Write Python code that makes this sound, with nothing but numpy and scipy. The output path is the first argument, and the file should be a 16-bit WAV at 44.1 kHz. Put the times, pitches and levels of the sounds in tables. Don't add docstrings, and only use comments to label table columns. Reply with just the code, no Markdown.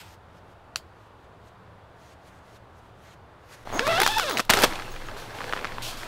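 import sys
import numpy as np
from scipy import signal
from scipy.io import wavfile
from scipy.ndimage import uniform_filter1d

SR = 44100
rng = np.random.default_rng(int(sys.argv[2]) if len(sys.argv) > 2 else 0)


def unload_audio(sound):
    columns = np.transpose(np.atleast_2d(sound))
    steps = np.round(np.clip(columns, -1, 1) * 32767)
    wavfile.write(sys.argv[1], SR, steps.astype(np.int16))


def volts(x):
    e = np.asarray(x, float) / 20
    return 10 ** e


N = 267687
T = np.arange(N) / SR
DOOR_S = 3.652

# time_s, tooth_rate_hz, pull_db, lowest_multiple_db
ZIP_STROKES = [
    [(3.745, 215.2, -8, 2.5), (3.766, 316.3, -6, 8.5), (3.782, 394, -16, -1), (3.81, 496, -6.5, 8),
     (3.856, 568, 2.5, -8), (3.888, 645.3, 3.5, 7.5), (3.96, 682, 6.5, -4.5), (3.998, 775.7, 0.5, 13),
     (4.008, 822.5, -3, -4)],
    [(4.008, 819.3, 0, -8), (4.034, 873, -1, 9.5), (4.055, 899, -0.5, -1), (4.068, 823.3, -4, 0),
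     (4.088, 830.7, -1.5, 8.5), (4.15, 888.4, 4.5, -11.5), (4.174, 865.4, 4, 7), (4.2, 794, 5.5, -6)],
    [(4.2, 794, -1, 3), (4.218, 721.3, 4, -10), (4.244, 615.5, -1.5, 0.5), (4.266, 554, -6.5, 8),
     (4.294, 519.7, -1, 2.5), (4.314, 399, -9, -1), (4.33, 301.5, -7, 3.5), (4.37, 184, -4.5, -13)],
]
# time_s, crumple_db
NYLON_MOTION = [(3.652, -45.5), (3.78, -33.5), (3.85, -35.5), (3.88, -30.5), (3.97, -29.5), (4.15, -39.5),
                (4.4, -35), (4.413, -51), (4.492, -54), (4.497, -16.5), (4.52, -26), (4.62, -24.5),
                (4.69, -33.5), (4.9, -43.5), (5.33, -40.5), (5.38, -39), (5.8, -39.5), (6.07, -42.5)]


def curve(table, column, off=-120.):
    rows = np.array(table)
    return np.interp(T, rows[:, 0], rows[:, column], off, off)


def strokes(tables, column):
    return np.max([curve(table, column) for table in tables], axis=0)


def swells(rows, rise_s, fall_s, index=2):
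    total = 0
    for row in rows:
        before = (row[0] - T) / rise_s
        after = np.maximum(T - row[0] - row[1], 0) / fall_s
        total = total + volts(row[index]) * np.exp(-np.maximum(before, after))
    return total


def unit(x):
    return x / np.sqrt(np.mean(x ** 2))


def ring(x, hz, width):
    centre = min(hz, .45 * SR)
    return signal.lfilter(*signal.iirpeak(centre, hz / width, fs=SR), x)


def walk(rate):
    k = int(SR / rate)
    held = np.repeat(rng.standard_normal(N // k + 1), k)
    return 1.3 * uniform_filter1d(uniform_filter1d(held, k), k)[:N]


def grains(rate, spread_db):
    chance, side, size = rng.random((3, N))
    return unit((chance < rate / SR) * np.sign(side - .5) * volts(-spread_db * np.log(size + .02)))


def coloured(colour, ticks, share, flicker_db, flicker_rate):
    hz, db = np.transpose(colour)
    out = 0
    for f in hz[0] * 2 ** np.arange(1 / 6, np.log2(hz[-1] / hz[0]), 1 / 3):
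        edges = [f * 2 ** (-1 / 6), f * 2 ** (1 / 6)]
        sos = signal.butter(2, edges, "bandpass", fs=SR, output="sos")
        drive = np.sqrt(1 - share) * rng.standard_normal(N) + np.sqrt(share) * ticks
        level = np.interp(np.log(f), np.log(hz), db) + flicker_db * walk(flicker_rate)
        out = out + volts(level) * signal.sosfilt(sos, drive)
    return unit(out)


def rumble(hz, width):
    return unit(ring(ring(rng.standard_normal(N), hz, width), hz, width))


def outdoors():
    # pitch_hz, level_db (per Hz)
    far_colour = [(12, -11), (20, -1), (43, -17), (68, 2), (116, 2.5), (138, -7.5), (172, -4.5),
                  (216, -10.5), (319, -9.5), (718, -6.5), (1060, -9.5), (1400, -12.5), (2320, -24.5),
                  (3950, -27.5), (16000, -95)]
    # start_s, hold_s, level_db
    gust_times = [
        (3.7, 0.48, -37),
        (4.51, 0.2, -33),
        (4.92, 0.25, -36),
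        (5.46, 0.15, -39.5),
        (5.72, 0.24, -38),
        (5.84, .03, -50),
    ]
    at_door = T > DOOR_S
    far = coloured(far_colour, np.zeros(N), 0, flicker_db=.9, flicker_rate=7)
    far = far * volts(-50.5 + 0.94 * at_door)
    flap_hz = 17.5 * (1 + .12 * walk(6))
    flutter = np.sin(2 * np.pi * np.cumsum(flap_hz) / SR) * volts(1.5 * walk(12))
    wind = flutter + volts(-14.5) * rumble(33, 22)
    gusts = swells(gust_times, rise_s=0.036, fall_s=0.11) * wind
    thump = volts(curve(NYLON_MOTION, 1) - 15.5) * rumble(115, 60)
    door_hum = volts(-52) * at_door * rumble(114, 16)
    return far + gusts + thump + door_hum


def hands():
    # start_s, hold_s, level_db
    rubs = [(0.0, 0.017, -48), (.05, .095, -55), (.368, 0.016, -63.5), (.5, .03, -66), (1.0, .08, -70.5),
            (1.245, .008, -68), (1.482, 0.006, -60.5), (2.025, 0.11, -59.5), (2.28, 0.0089, -59.5),
            (2.33, 0.061, -65.5), (2.46, 0.038, -67), (2.548, 0.022, -57.5), (2.786, .005, -64.5),
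            (2.84, 0.056, -69), (3.04, 0.1, -58), (3.53, 0.017, -50.5), (3.58, 0.057, -58)]
    # pitch_hz, level_db (per Hz)
    cloth_colour = [(880, -6), (1500, -6), (1640, -5), (5120, -13), (6430, -14), (8920, -20.5),
                    (13400, -22.5), (16000, -33)]
    cloth = coloured(cloth_colour, grains(400, 3.0), .1, flicker_db=1.5, flicker_rate=20)
    return swells(rubs, rise_s=0.044, fall_s=0.01) * cloth


def snap():
    # time_s, peak_db
    click = [
        (0.758, -5),
    ]
    # pitch_hz, level_db, t60_s (time to fade by 60 dB)
    plastic_modes = [(1450, 9.5, 0.0035), (2590, 10.5, 0.0045), (4170, 15.5, 0.0031), (5530, 6, 0.0036),
                     (7100, -1, 0.003), (9900, -3, 0.0037), (13000, -12, 0.0034)]
    # pitch_hz, width_hz, level_db
    wall_tones = [(1800, 1100, -1), (3240, 750, 5), (4360, 600, 10), (6750, 970, -1), (10400, 2500, -8)]
    s, db = click[0]
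    tick = np.zeros(N)
    for lag_s, gain in [(.0008, 0.34), (.00149, 1), (.00218, 0.15)]:
        tick[int((s + lag_s) * SR)] += gain
    modes = sum(volts(g) * ring(tick, hz, 2.4 / t60) * t60 for hz, g, t60 in plastic_modes)
    modes = signal.lfilter(*signal.butter(1, 8000, fs=SR), modes)
    noise = rng.standard_normal(N)
    tail = unit(sum(volts(g) * ring(noise, hz, width) for hz, width, g in wall_tones))
    since_s = np.maximum(T - s, 0)
    answer = volts(-29) * (since_s > .005) * np.exp(-since_s / 0.016) * tail
    return volts(db) * (modes / abs(modes).max() + answer)


def nylon():
    # pitch_hz, level_db (per Hz)
    body_colour = [(110, -56), (200, -2), (500, 2.5), (900, 2), (1600, -1.5), (2700, -9), (4200, -16.5),
                   (7000, -54)]
    # pitch_hz, level_db (per Hz)
    hiss_colour = [(1180, -43), (2000, -58), (2680, 6), (4920, 0.5), (5980, -3.5), (13300, -10.5),
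                   (16100, -8), (16500, -53)]
    # start_s, hold_s, crumple_db, hiss_db
    yanks = [
        (4.015, .004, -27, -39),
        (4.4, 0.0025, -21.5, -27),
        (4.637, 0.0087, -18.5, -19),
    ]
    # start_s, hold_s, hiss_db
    slides = [
        (4.0, 0.088, -35.5),
        (4.18, 0.018, -35.5),
        (4.37, 0.019, -45),
        (4.52, .12, -37),
        (4.7, 0.19, -59),
        (4.9, 0.19, -63),
        (5.17, 0.036, -50.5),
        (5.35, .22, -58),
        (5.822, 0.074, -37.5),
        (5.97, 0.072, -49),
    ]
    ticks = unit(grains(410, 4.4) * volts(2 * walk(90)))
    body = coloured(body_colour, ticks, 0.76, flicker_db=2.04, flicker_rate=30)
    hiss = coloured(hiss_colour, ticks, 0.022, flicker_db=0.22, flicker_rate=30)
    moved = volts(curve(NYLON_MOTION, 1))
    yank_rise_s, yank_fall_s = .003, .004
    crumple = moved + swells(yanks, yank_rise_s, yank_fall_s)
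    slide = swells(slides, rise_s=0.0013, fall_s=0.038)
    slide = slide + swells(yanks, yank_rise_s, yank_fall_s, index=3)
    return crumple * body + (volts(-12) * moved + slide) * hiss


def knocks(teeth):
    # time_s, peak_db
    first_teeth = [
        (3.6533, -44),
        (3.6735, -22),
        (3.7021, -24),
        (3.7185, -30),
        (3.727, -19.5),
        (3.7357, -20),
        (3.7405, -19),
    ]
    knock_hz, width_hz, fused_s = 850, 950, 3.778
    train = volts(-25) * teeth * (T > ZIP_STROKES[0][0][0]) * (T < fused_s)
    for s, db in first_teeth:
        train[int(s * SR)] += volts(db)
    soft = signal.butter(2, 1.23 * knock_hz, fs=SR)
    shape = signal.lfilter(*soft, ring(signal.unit_impulse(512), knock_hz, width_hz))
    return signal.fftconvolve(train, shape / shape.max())[:N]


def zipper():
    # pitch_hz, level_db
    tape = [(200, -28.5), (500, -33.5), (660, -32.5), (880, -33), (1300, -36.5), (1750, -39.5),
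            (2050, -42.5), (3400, -42.5)]
    # start_s, hold_s, level_db
    chatter_times = [
        (3.86, 0.11, -38.5),
        (4.04, .28, -36),
    ]
    # pitch_hz, width_hz, level_db
    slider_tones = [(1360, 140, 10), (3610, 650, 12), (4840, 850, 9), (7500, 2000, -37), (12200, 4400, -22)]
    rate_hz = np.maximum(strokes(ZIP_STROKES, 1), 110)
    phase = np.cumsum(rate_hz * (1 + .025 * walk(200) + .01 * walk(50))) / SR
    pull_db = strokes(ZIP_STROKES, 2)
    tape_hz, tape_db = np.transpose(tape)
    buzz = 0
    for k in range(6):
        hz = (k + 1) * rate_hz
        db = pull_db + np.interp(np.log(hz), np.log(tape_hz), tape_db)
        db = db - 14 * np.maximum(np.log2(hz / tape_hz[-1]), 0)
        db = db - 3.0 * max(k - 3, 0)
        if k == 0:
            db = db + strokes(ZIP_STROKES, 3)
        waver_db = (.8 + .45 * k) * walk(40) + (1.5 + .4 * k) * walk(250)
        buzz = buzz + volts(db + waver_db) * np.sqrt(2) * np.sin(2 * np.pi * (k + 1) * phase + k)
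    chance = rng.standard_normal((2, N))
    tooth = (np.diff(np.floor(phase), prepend=0) > 0) * volts(3.5 * chance[0])
    puff = np.exp(-(phase % 1) / 0.3) * chance[1]
    knock = .5 * unit(tooth) + unit(puff)
    chatter = 0
    for hz, width, db in slider_tones:
        chatter = chatter + volts(db) * ring(knock if hz < 4500 else puff, hz, width)
    chatter = swells(chatter_times, rise_s=.06, fall_s=0.049) * unit(chatter)
    return buzz + knocks(tooth) + chatter


def tab():
    # start_s, hold_s, low_ring_db, high_rings_db
    jingles = [
        (3.74, 0.014, -54, -47),
        (3.77, 0.034, -57, -75),
        (4.31, 0.031, -55, -42),
        (4.92, .006, -65, -52),
        (5.062, .008, -69, -66),
    ]
    # pitch_hz, width_hz, level_db
    metal_tones = [(6530, 80, 12), (10930, 120, -8.5), (15650, 120, -2)]
    low, *high = [volts(db) * unit(ring(grains(270, 2.8), hz, width)) for hz, width, db in metal_tones]
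    rise_s, fall_s = 0.0083, 0.02
    low_gain = swells(jingles, rise_s, fall_s)
    high_gain = swells(jingles, rise_s, fall_s, index=3)
    return low_gain * low + high_gain * sum(high)


def cracks():
    # time_s, peak_db, pitch_hz, brightness_db
    snags = [(3.794, -1.5, 1450, -20.5), (3.8683, -11.5, 1200, -15.5), (3.8769, -12, 1020, -15),
             (3.9785, -15, 1450, -28), (4.0015, -4.5, 1230, -10), (4.0168, -7.5, 1190, -8),
             (4.019, -15, 2220, -16), (4.033, -5, 1450, -10), (4.0637, -1.5, 1430, -15),
             (4.0759, -7.5, 1330, -10), (4.119, -21, 1230, -10), (4.1834, -11, 1450, -10),
             (4.1971, -7.5, 1175, -14), (4.296, -15.5, 1270, -7), (4.3106, -12, 1580, -14),
             (4.3721, -7, 2403, -29), (4.377, -15, 2320, -9), (4.3851, -10.5, 1567, -9),
             (4.395, -6.5, 1260, -15.5), (4.3994, -15, 1540, -17)]
    # time_s, peak_db, pitch_hz, brightness_db
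    tears = [(4.4507, -31, 1810, -5), (4.4954, -5, 2070, -14.5), (4.4995, -0.5, 3030, -29),
             (4.5012, 1.5, 1570, -8.5), (4.5061, 2, 1790, -9), (4.5091, -1, 1510, -16.5),
             (4.5257, -14, 1520, -33), (4.5362, -2, 1900, -13), (4.5406, -6, 688, -11),
             (4.5513, -12, 600, -11), (4.5716, -7, 890, -14), (4.589, -12, 1400, -11.5),
             (4.6, -15.5, 1200, -8), (4.608, -18, 900, -9), (4.6205, -8, 1500, -6),
             (4.628, -7.5, 1500, -11), (4.6363, -6.5, 1450, -5), (4.6395, -24, 700, -4),
             (4.6439, -11, 1300, -10), (4.6505, -14, 1370, -23)]
    # time_s, peak_db, pitch_hz, length_ms
    creases = [(4.725, -20, 1310, 2.5), (4.7563, -19.5, 2860, 2.5), (4.7908, -22.5, 1110, 1.7),
               (4.799, -24, 1680, 2.5), (4.8219, -21.5, 1360, 3.7), (4.88, -24.5, 975, 1.9),
               (4.962, -24.5, 1500, 8.5), (5.0865, -23, 1250, 4), (5.166, -28, 980, 2.9),
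               (5.387, -22.5, 920, 4.8), (5.4057, -21, 850, 6), (5.4167, -20.5, 1150, 3),
               (5.4424, -19, 1670, 2), (5.526, -12.5, 1310, 0.96), (5.5348, -11, 1300, 3.5),
               (5.564, -19.5, 1100, 8.5), (5.5739, -20, 1420, 7.3), (5.5913, -21, 1290, 4),
               (5.627, -27, 1280, 3.2), (5.6456, -11.5, 1650, 1.2), (5.652, -16.5, 1360, 3.6),
               (5.6717, -24, 2030, 4.8), (5.7211, -23, 1690, 4.4), (5.7834, -19, 1020, 2.2),
               (5.9297, -28, 1260, 2.5), (6.0331, -21.5, 1450, 6.9)]
    rows = [(*row, 3.2) for row in snags] + [(*row, 2.54) for row in tears]
    rows += [(s, db, hz, -26.5, ms) for s, db, hz, ms in creases]
    size = 4096
    out, t = np.zeros(N + size), np.arange(size) / SR
    for s, db, hz, bright_db, ms in rows:
        noise = rng.standard_normal((3, size))
        fade = np.exp(-t * 1000 / np.clip(0.67 * ms, .2, 20))
        push = 0.086 * noise[0] * fade * volts(4.4 * noise[1])
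        push[0] = -1
        soft = signal.butter(2, 2.6 * hz, fs=SR)
        low = ring(signal.lfilter(*soft, push), hz, 0.46 * hz)
        edge_hz = np.clip(9000 + 230 * bright_db, 3000, 12000)
        high = ring(ring(noise[2] * fade, 3600, 2700), edge_hz, edge_hz)
        high = high + volts(0.65 * bright_db - 5.0) * ring(noise[0] * fade, 12000, 5600)
        drum = ring(ring(push, 380, 1100), 520, 1400)
        crack = unit(low) + volts(bright_db + 9.0) * unit(high) + volts(-7.5) * unit(drum)
        wash = ring(signal.lfilter(*soft, noise[1]), hz, 4.3 * hz)
        wash = wash * volts(-19.5) * np.exp(-t / 0.016)
        i = int(s * SR)
        out[i:i + size] += volts(db) * (crack / abs(crack).max() + wash)
    return out[:N]


def scene():
    mic_hiss = volts(-71.5) * ring(rng.standard_normal(N), 4600, 6800)
    before_zip = outdoors() + hands() + snap()
    at_door = nylon() + zipper() + tab() + cracks()
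    return (before_zip + at_door + mic_hiss)[None]


def band_limit(x):
    return signal.sosfilt(signal.butter(12, 17000, fs=SR, output="sos"), x)


def record(dry):
    rounded = .95 * np.tanh(dry / .95)
    top_cut = signal.ellip(8, .2, 45, 15720, fs=SR, output="sos")
    finished = signal.sosfilt(top_cut, rounded)
    return band_limit(finished)


dry = scene()
out = record(dry)
unload_audio(out)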